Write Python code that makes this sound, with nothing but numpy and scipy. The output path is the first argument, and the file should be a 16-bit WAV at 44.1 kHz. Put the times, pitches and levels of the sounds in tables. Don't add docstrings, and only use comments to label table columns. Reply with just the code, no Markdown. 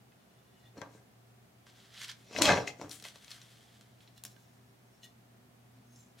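import sys
import numpy as np
from scipy import signal
from scipy.fft import rfft, irfft
from scipy.io import wavfile
from scipy.ndimage import uniform_filter1d

SR = 44100
rng = np.random.default_rng(int(sys.argv[2]) if len(sys.argv) > 2 else 0)


def file_out(sig):
    cols = np.atleast_2d(sig).T
    lim = np.clip(cols, -1, 1)
    pcm = np.round(lim * 32767).astype(np.int16)
    wavfile.write(sys.argv[1], SR, pcm)


N = 273420
TIME = np.arange(N) / SR
TOP_HZ = 15900
PORTS_HZ = 900

# start_s, peak_db (of the tick), centre_hz, ring_s (time to fall 60 dB),
# thud_db (over the tick), left_minus_right_db
KNOCK_LIST = [(0.121, -56, 2470, 0.052, -18, 1.2), (0.7785, -64, 2340, .021, 9, 18),
              (0.816, -43, 4070, 0.029, 5.5, 16), (0.9387, -68, 4240, 0.078, 5, 8),
              (1.6675, -48.5, 2950, 0.029, -3, -2), (1.6988, -51, 3420, .03, -13, -3),
              (1.9769, -36.5, 3100, 0.041, -27, -.6), (2.016, -31.5, 2940, 0.028, -28, -.6),
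              (2.0446, -37, 3180, .025, -26, 3), (2.0826, -42, 4500, 0.016, -37, 1),
              (2.1022, -37, 3300, .03, -37, 1), (2.115, -37, 3800, 0.017, -27, 1),
              (2.3113, -50, 2690, 0.015, 9, -4), (2.3284, -47, 5060, .03, 0, 11),
              (2.3629, -22.5, 2270, 0.051, -17, 11.5), (2.387, -26.5, 5000, 0.11, 3, 9.5),
              (2.4205, -11.5, 3300, 0.017, -23, 12), (2.436, -31, 2723, 0.023, -8, -1),
              (2.4546, -14, 3240, .027, -14, 7), (2.4923, -16, 1596, 0.071, 2.5, 7),
              (2.5016, -19.5, 1690, .03, -10, 2.2), (2.5234, -24.5, 1580, 0.038, 8, 6),
              (2.5324, -32, 1565, 0.022, 2, 2), (2.5718, -28, 1500, .03, 8.5, 2),
              (2.5773, -30, 1650, .02, 5.5, 9), (2.6758, -25, 1950, 0.1, -13, 3),
              (2.8137, -40, 5580, 0.086, 9.5, 5), (2.8945, -36, 7000, .02, -15, 4),
              (2.9132, -30, 4220, 0.033, -24, 8), (2.9993, -39.5, 3460, 0.022, -19, -7),
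              (3.025, -36.5, 6860, 0.018, -12, 4), (3.0406, -36.5, 3320, 0.015, -30, 9),
              (3.051, -33, 1520, 0.023, -10, -1.2), (3.085, -36.5, 3190, 0.017, -35, .6),
              (3.1581, -41.5, 3100, 0.019, -4, 4), (3.2452, -45, 3570, 0.014, -22, 12),
              (3.2802, -41.5, 3460, .05, -17, 3), (3.3058, -41, 5640, .022, -37, 8),
              (3.3155, -32, 3500, 0.032, -40, 6), (3.4162, -43, 4280, 0.037, -13, 3),
              (3.8105, -45.5, 3740, 0.017, -18, -0.5), (4.006, -51.5, 2900, 0.058, -23, -6),
              (4.0764, -51, 3700, 0.049, -23, -2.2), (4.1787, -46, 5000, .015, -15, -7),
              (4.2375, -31, 6470, .008, -27, 4), (4.2511, -28, 5800, 0.011, -19, -1.2),
              (4.364, -54, 3000, 0.029, -2, -11), (5.0331, -43.5, 3900, 0.041, -23, 4),
              (5.96, -49, 6370, 0.056, -22, 2)]
# pitch_hz, level_db, ring_s (time to fall 60 dB)
FRAME_NOTES = [(85, -10.5, .08), (150, -15.5, .08), (219, 12, 0.027), (295, 8, 0.048), (433, 6, 0.045),
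               (539, 1.5, 0.038), (596, -0.5, .06), (696, 0, 0.089), (817, -6.5, 0.088), (930, 0, 0.038),
               (1117, -0.5, .04), (1260, -11, 0.13), (1380, -12.5, .04), (1574, 7, 0.072)]
# pitch_hz, level_db, ring_s (a knock brings its own ring time instead)
PEG_NOTES = [(2091, -2.5, 0.032), (2564, -2.5, 0.0477), (3290, -2, 0.039), (3962, -0.5, 0.058),
             (4244, -1, 0.057), (5170, -4, 0.019), (5670, 1.5, .04), (6070, -5.5, 0.05),
             (6610, -5.5, 0.054), (8540, -9, 0.09), (8860, -21.5, 0.048), (11200, -14.5, 0.026)]
# pitch_hz, level_db, ring_s (a knock brings its own ring time instead)
BAR_NOTES = [(1065, -1, .06), (1900, 2, 0.089), (2910, -3, .02), (3530, -0.5, 0.022), (4060, -4.5, .03),
             (5080, -15.5, .035), (5510, 0.5, 0.047), (6350, 0, .025), (7230, -0.5, 0.031),
             (9570, 1, 0.014), (11900, -8, .02), (13200, -4, .02), (15400, -2.5, .015)]
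BAR_LIFTED_S = 4.1
RING_S, SPREAD_OCTAVES, SPREAD_POWER = .03, 0.78, 0.76
CRACK_DB, CRACK_DB_PER_HALVING = 5.5, -2


def knocks():
    out, t = np.zeros((2, N + 6000)), np.arange(6000) / SR
    noises = rng.standard_normal((len(KNOCK_LIST), 3, len(t)))
    frame_hz = bursts(SHIFTING_BURSTS)[1]
    for (start_s, peak_db, hz, ring_s, thud_db, pan_db), noise in zip(KNOCK_LIST, noises):
        ring_s = max(ring_s, .004)
        start = int(start_s * SR)
        octaves = SPREAD_OCTAVES * (RING_S / ring_s) ** SPREAD_POWER
        crack_db = CRACK_DB + CRACK_DB_PER_HALVING * np.log2(RING_S / ring_s)
        edges = [hz * 2 ** -octaves, min(hz * 2 ** octaves, TOP_HZ)]

        band = signal.butter(2, edges, "band", fs=SR, output="sos")
        crack = signal.sosfilt(band, noise[0] * np.exp(-t / 0.0009))

        struck = BAR_NOTES if start_s > BAR_LIFTED_S else PEG_NOTES
        near = [(f, g - 6 * (np.log2(f / hz) / octaves) ** 2, ring_s) for f, g, _ in struck]
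        low_pass = signal.butter(2, edges[1], fs=SR, output="sos")
        push = signal.sosfilt(low_pass, noise[1] * np.exp(-t / .0012))
        tone = ring(push, near)

        thud_hz = frame_hz[start]
        low = [(f, g - 5 * abs(np.log2(f / thud_hz)), low_s) for f, g, low_s in FRAME_NOTES]
        thud = ring(soft(noise[2] * np.exp(-t / .002)), low)

        tick = undb(crack_db) * crack / np.abs(crack).max() + tone / np.abs(tone).max()
        blow = tick / np.abs(tick).max() + undb(thud_db) * thud / np.abs(thud).max()
        out[:, start:start + len(t)] += pan(blow * undb(peak_db), pan_db)
    return out[:, :N]


# peak_s, level_db, rise_s, fall_s, centre_hz
SHIFTING_BURSTS = [(0.782, -50.5, 0.032, 0.085, 393), (0.822, -42.5, 0.014, 0.08, 602),
                   (0.955, -52.5, 0.049, 0.097, 290), (2.362, -40.5, 0.04, 0.07, 450),
                   (2.395, -31.5, 0.049, 0.075, 510), (2.45, -25.5, 0.057, 0.11, 554),
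                   (2.494, -18.5, 0.041, .11, 660), (2.592, -31.5, .08, 0.094, 520),
                   (2.798, -45.5, .01, 0.033, 250), (2.82, -36.5, 0.011, 0.084, 330),
                   (3.055, -49, 0.011, 0.053, 1040), (4.254, -61, 0.0073, .05, 1133)]
# pitch_hz, level_db, ring_s (time to fall 60 dB)
TABLE_NOTES = [(90, -4.5, 0.14), (120, 4.5, 0.091), (156, -4, 0.057)]
BOOM_DB, BOOM_LINGERS = -18, 1.6


def shifting():
    gain, centre_hz = bursts(SHIFTING_BURSTS)
    boom_gain = undb(BOOM_DB) * bursts(SHIFTING_BURSTS, BOOM_LINGERS)[0]
    bumps = soft(grains(1200, 3.2))
    body = touched(bumps, FRAME_NOTES, centre_hz, octaves=0.55, patchy_db=6.5)
    boom = ring(bumps, TABLE_NOTES)
    return pan(unit(body) * gain + unit(boom) * boom_gain, .3)


# peak_s, level_db, rise_s, fall_s, left_minus_right_db, centre_hz,
# brightness_db (treble above 6920 Hz against the rest)
RATTLING_BURSTS = [(0.78, -64, 0.026, 0.1, 8, 3290, -7), (0.814, -65, 0.0043, 0.078, 15, 3250, -26),
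                   (0.954, -72.5, .15, 0.1, 10, 4270, -2), (2.39, -40.5, 0.077, 0.026, 2.5, 3400, -9.5),
                   (2.418, -28, .005, 0.14, 1, 3350, -3.5), (2.466, -28, 0.051, 0.14, 2.5, 3330, -13.5),
                   (2.516, -35, 0.14, 0.052, -1.7, 2220, -17.5), (2.676, -40, .011, 0.05, 5, 2110, -9),
                   (2.812, -64.5, .08, 0.27, 12, 4690, -4)]


def rattling():
    gain, pan_db, centre_hz, bright_db = bursts(RATTLING_BURSTS)
    parts = []
    for _ in range(2):
        touch = grains(2500, 1.1)
        hiss = colour(touch, [(1200, -34.5), (2000, 4), (7000, -1.0), (9000, -16.5), (16000, -28.0)])
        rings = touched(touch, PEG_NOTES, centre_hz, octaves=1.2, patchy_db=6.0)
        parts.append(brighten(unit(rings) + undb(3.5) * unit(hiss), 6920.0, bright_db))
    middle, spread = parts
    wide = middle + undb(-13) * spread * np.array([[1], [-1]])
    return pan(wide * gain, pan_db)


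# peak_s, level_db, rise_s, fall_s, brightness_db (above 7 kHz against below),
# left_minus_right_db
CRINKLING_BURSTS = [(1.668, -63, .012, .25, -10, 1.5), (1.79, -63, 0.07, 0.25, -10.5, 0.5),
                    (1.852, -64, .2, 0.06, -12, 0), (1.945, -54, 0.037, 0.24, -13.5, -2),
                    (2.046, -45, 0.12, .045, -9.5, -.6), (2.096, -42.5, 0.031, 0.049, -14.5, -2),
                    (2.22, -66.5, .2, .15, -5.5, 2), (2.914, -53, 0.022, 0.17, 1.5, 6),
                    (3.05, -48.5, 0.024, 0.14, -7, 1), (3.16, -67, 0.038, 0.055, 2, -3),
                    (3.318, -50.5, 0.033, .03, -6, -2), (3.32, -57.5, 0.3, 0.53, -7.5, 2),
                    (3.75, -68, 1.1, 0.39, -7.5, -1), (4.012, -67, 0.037, .15, -7, 1.5),
                    (4.076, -69, .012, 0.1, -16, 7), (6.186, -62.5, 0.018, .11, -8.5, 1)]
# pitch_hz, level_db
WRAP_COLOUR = [(410, -29.5), (700, -26), (1230, -9), (1420, -9), (1800, -5), (2590, -9.5), (3240, -1.5),
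               (3690, -5), (5330, -9.5), (11100, -21), (16000, -32.5)]


def crinkling():
    gain, bright_db, pan_db = bursts(CRINKLING_BURSTS)
    snaps = grains(5500, 2.85) * undb(1.5 * walk(49))
    crinkle = brighten(colour(snaps, WRAP_COLOUR), 7000., bright_db)
    return pan(crinkle * gain, pan_db)


# peak_s, level_db, rise_s, fall_s, centre_hz, hiss_db (over the ring)
RUBBING_BURSTS = [(0.684, -72.5, 0.79, 0.069, 2950, -10), (4.182, -65.5, 0.042, 0.039, 4000, -3),
                  (4.256, -56.5, .008, .035, 5700, 7), (4.28, -68.5, .03, .4, 5600, 3),
                  (4.36, -74, .04, .04, 5600, -9), (4.97, -77, 0.3, 0.17, 5570, -9.5),
                  (5.047, -56, 0.032, 0.063, 3900, -9.5), (5.792, -78, .06, 0.022, 4190, 0.8),
                  (5.965, -66, 0.14, 0.2, 6500, -7)]


def rubbing():
    gain, centre_hz, hiss_db = bursts(RUBBING_BURSTS)
    slips = grains(3800, 1.6) * undb(2.1 * walk(36))
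    hiss = colour(slips, [(1500, -24.5), (3000, -4.0), (4500, -2.5), (16000, -11.0)])
    sung = touched(slips, BAR_NOTES, centre_hz, octaves=0.39, patchy_db=5.0)
    return pan((unit(sung) + undb(hiss_db) * unit(hiss)) * gain, .8)


# pitch_hz, ring_s (time to fall 60 dB)
ROOM_BANDS = [(300, 0.42), (1500, 0.17), (6000, 0.17)]
ROOM_DB = -10


def room(dry):
    t = np.arange(SR // 2) / SR
    tail = 0
    for hz, ring_s in ROOM_BANDS:
        band = signal.butter(1, [hz / 2.3, hz * 2.3], "band", fs=SR, output="sos")
        noise = signal.sosfilt(band, rng.standard_normal((2, len(t))))
        tail = tail + noise * 1000 ** (-t / ring_s)
    tail = tail * (1 - np.exp(-t / 0.0038))
    mid, side = tail
    side = signal.sosfilt(signal.butter(1, PORTS_HZ, "high", fs=SR, output="sos"), side)
    tail = np.array([mid + side, mid - side]) / np.sqrt(np.sum(tail ** 2))
    mono = dry.mean(axis=0, keepdims=True)
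    return undb(ROOM_DB) * signal.fftconvolve(mono, tail, axes=1)[:, :N]


# pitch_hz, level_db (relative)
AIR_MID_COLOUR = [(15, -76), (25, -61.5), (53, -13), (90, -11), (103, -14.5), (124, -2), (146, -11),
                  (202, -13), (313, -17), (726, -23), (1280, -25), (1780, -26), (4360, -33), (15200, -36.5),
                  (16500, -42)]
# pitch_hz, level_db (relative)
AIR_SIDE_COLOUR = [(15, -46.5), (25, -23), (43, -47.5), (80, -13), (114, -11.5), (226, -6), (388, -10.5),
                   (726, -8), (854, -12), (1030, -12), (4480, -22), (11300, -30), (16500, -50.5)]
AIR_MID_DB, AIR_SIDE_DB = -66, -68.5
# pitch_hz, width_hz, level_db
DRONES = [(202.6, 37, -70.5), (389.6, 17, -79), (694, 98, -75)]
# peak_s, level_db, rise_s, fall_s, pitch_hz
SECOND_HUM_BURSTS = [(5.174, -67.5, .2, .15, 228.2), (5.56, -71.5, .25, .7, 231.5),
                     (6.2, -68, 2.5, .6, 250.3)]
LOW_HUM_HZ, LOW_HUM_DB = 119.2, -66


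def air():
    mid = unit(colour(rng.standard_normal(N), AIR_MID_COLOUR)) * undb(AIR_MID_DB)
    side = unit(colour(rng.standard_normal(N), AIR_SIDE_COLOUR)) * undb(AIR_SIDE_DB)
    for hz, width_hz, db in DRONES:
        drone = signal.lfilter(*signal.iirpeak(hz, hz / width_hz, SR), rng.standard_normal(N))
        mid = mid + undb(db) * unit(drone)
    low_gain = undb(LOW_HUM_DB + 3.1 * walk(7.9))
    mid = mid + low_gain * tone_at(LOW_HUM_HZ + 1.37 * walk(3.1))
    gain, hz = bursts(SECOND_HUM_BURSTS)
    second_gain = gain * undb(4.0 * walk(21))
    mid = mid + second_gain * tone_at(hz + 8.1 * walk(14))
    return np.array([mid + side, mid - side])


def tone_at(hz):
    return np.sqrt(2) * np.sin(2 * np.pi * np.cumsum(hz) / SR)


def bursts(table, lingers=0.84):
    peak_s, level_db, rise_s, fall_s, *columns = np.transpose(table)[:, :, None]
    coarse = TIME[::32]
    late = coarse - peak_s
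    drop = np.where(late < 0, -late / rise_s, late / (fall_s * lingers))
    power = undb(2 * np.maximum(level_db - 20 * drop, -200))
    total = power.sum(axis=0)
    curves = [np.sqrt(total)]
    for column in columns:
        curves.append((power * column).sum(axis=0) / total)
    return [np.interp(TIME, coarse, curve) for curve in curves]


def grains(rate, spread_db):
    hit = rng.random(N) < rate / SR
    size = np.minimum(rng.exponential(size=N), 5)
    return hit * rng.choice([-1, 1], N) * undb(spread_db * size)


def walk(rate):
    k = int(SR / rate)
    return uniform_filter1d(np.repeat(rng.standard_normal(N // k + 1), k), k)[:N]


def ring(x, notes):
    out = 0
    for hz, db, ring_s in notes:
        r, w = 1000 ** (-1 / (ring_s * SR)), 2 * np.pi * hz / SR
        note = signal.lfilter([1, 0, -1], [1, -2 * r * np.cos(w), r * r], x)
        out = out + undb(db) * np.sqrt(1 - r) * note
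    return out


def touched(x, notes, centre_hz, octaves, patchy_db):
    out, power = 0, 0
    for note in notes:
        hz, db, _ = note
        gain = undb(-6 * np.abs(np.log2(hz / centre_hz)) / octaves)
        power = power + (gain * undb(db)) ** 2
        out = out + gain * undb(patchy_db * walk(25)) * ring(x, [note])
    return out / np.sqrt(power)


def soft(x):
    return signal.sosfilt(signal.butter(2, 1900, fs=SR, output="sos"), x)


def colour(x, table):
    hz, db = np.transpose(table)
    bins = np.maximum(np.fft.rfftfreq(len(x), 1 / SR), 1)
    return irfft(rfft(x) * undb(np.interp(np.log(bins), np.log(hz), db)), len(x))


def brighten(x, hz, bright_db):
    low = signal.sosfiltfilt(signal.butter(4, hz, fs=SR, output="sos"), x)
    return unit(low) + unit(x - low) * undb(bright_db)


def pan(x, db):
    short = signal.sosfilt(signal.butter(1, PORTS_HZ, "high", fs=SR, output="sos"), x)
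    sides = undb(np.array([db / 2, -db / 2]).reshape(2, -1))
    return x + short * (sides - 1)


def undb(db):
    return 10 ** (np.asarray(db) / 20)


def unit(x):
    return x / np.sqrt(np.mean(x ** 2))


def scene():
    dry = shifting() + rattling() + crinkling() + rubbing() + knocks()
    return dry + room(dry) + air()


def record(dry):
    heard = signal.sosfilt(signal.butter(2, 62, "high", fs=SR, output="sos"), dry)
    return signal.sosfilt(signal.ellip(10, .2, 70, TOP_HZ, fs=SR, output="sos"), heard)


dry = scene()
out = record(dry)
file_out(out)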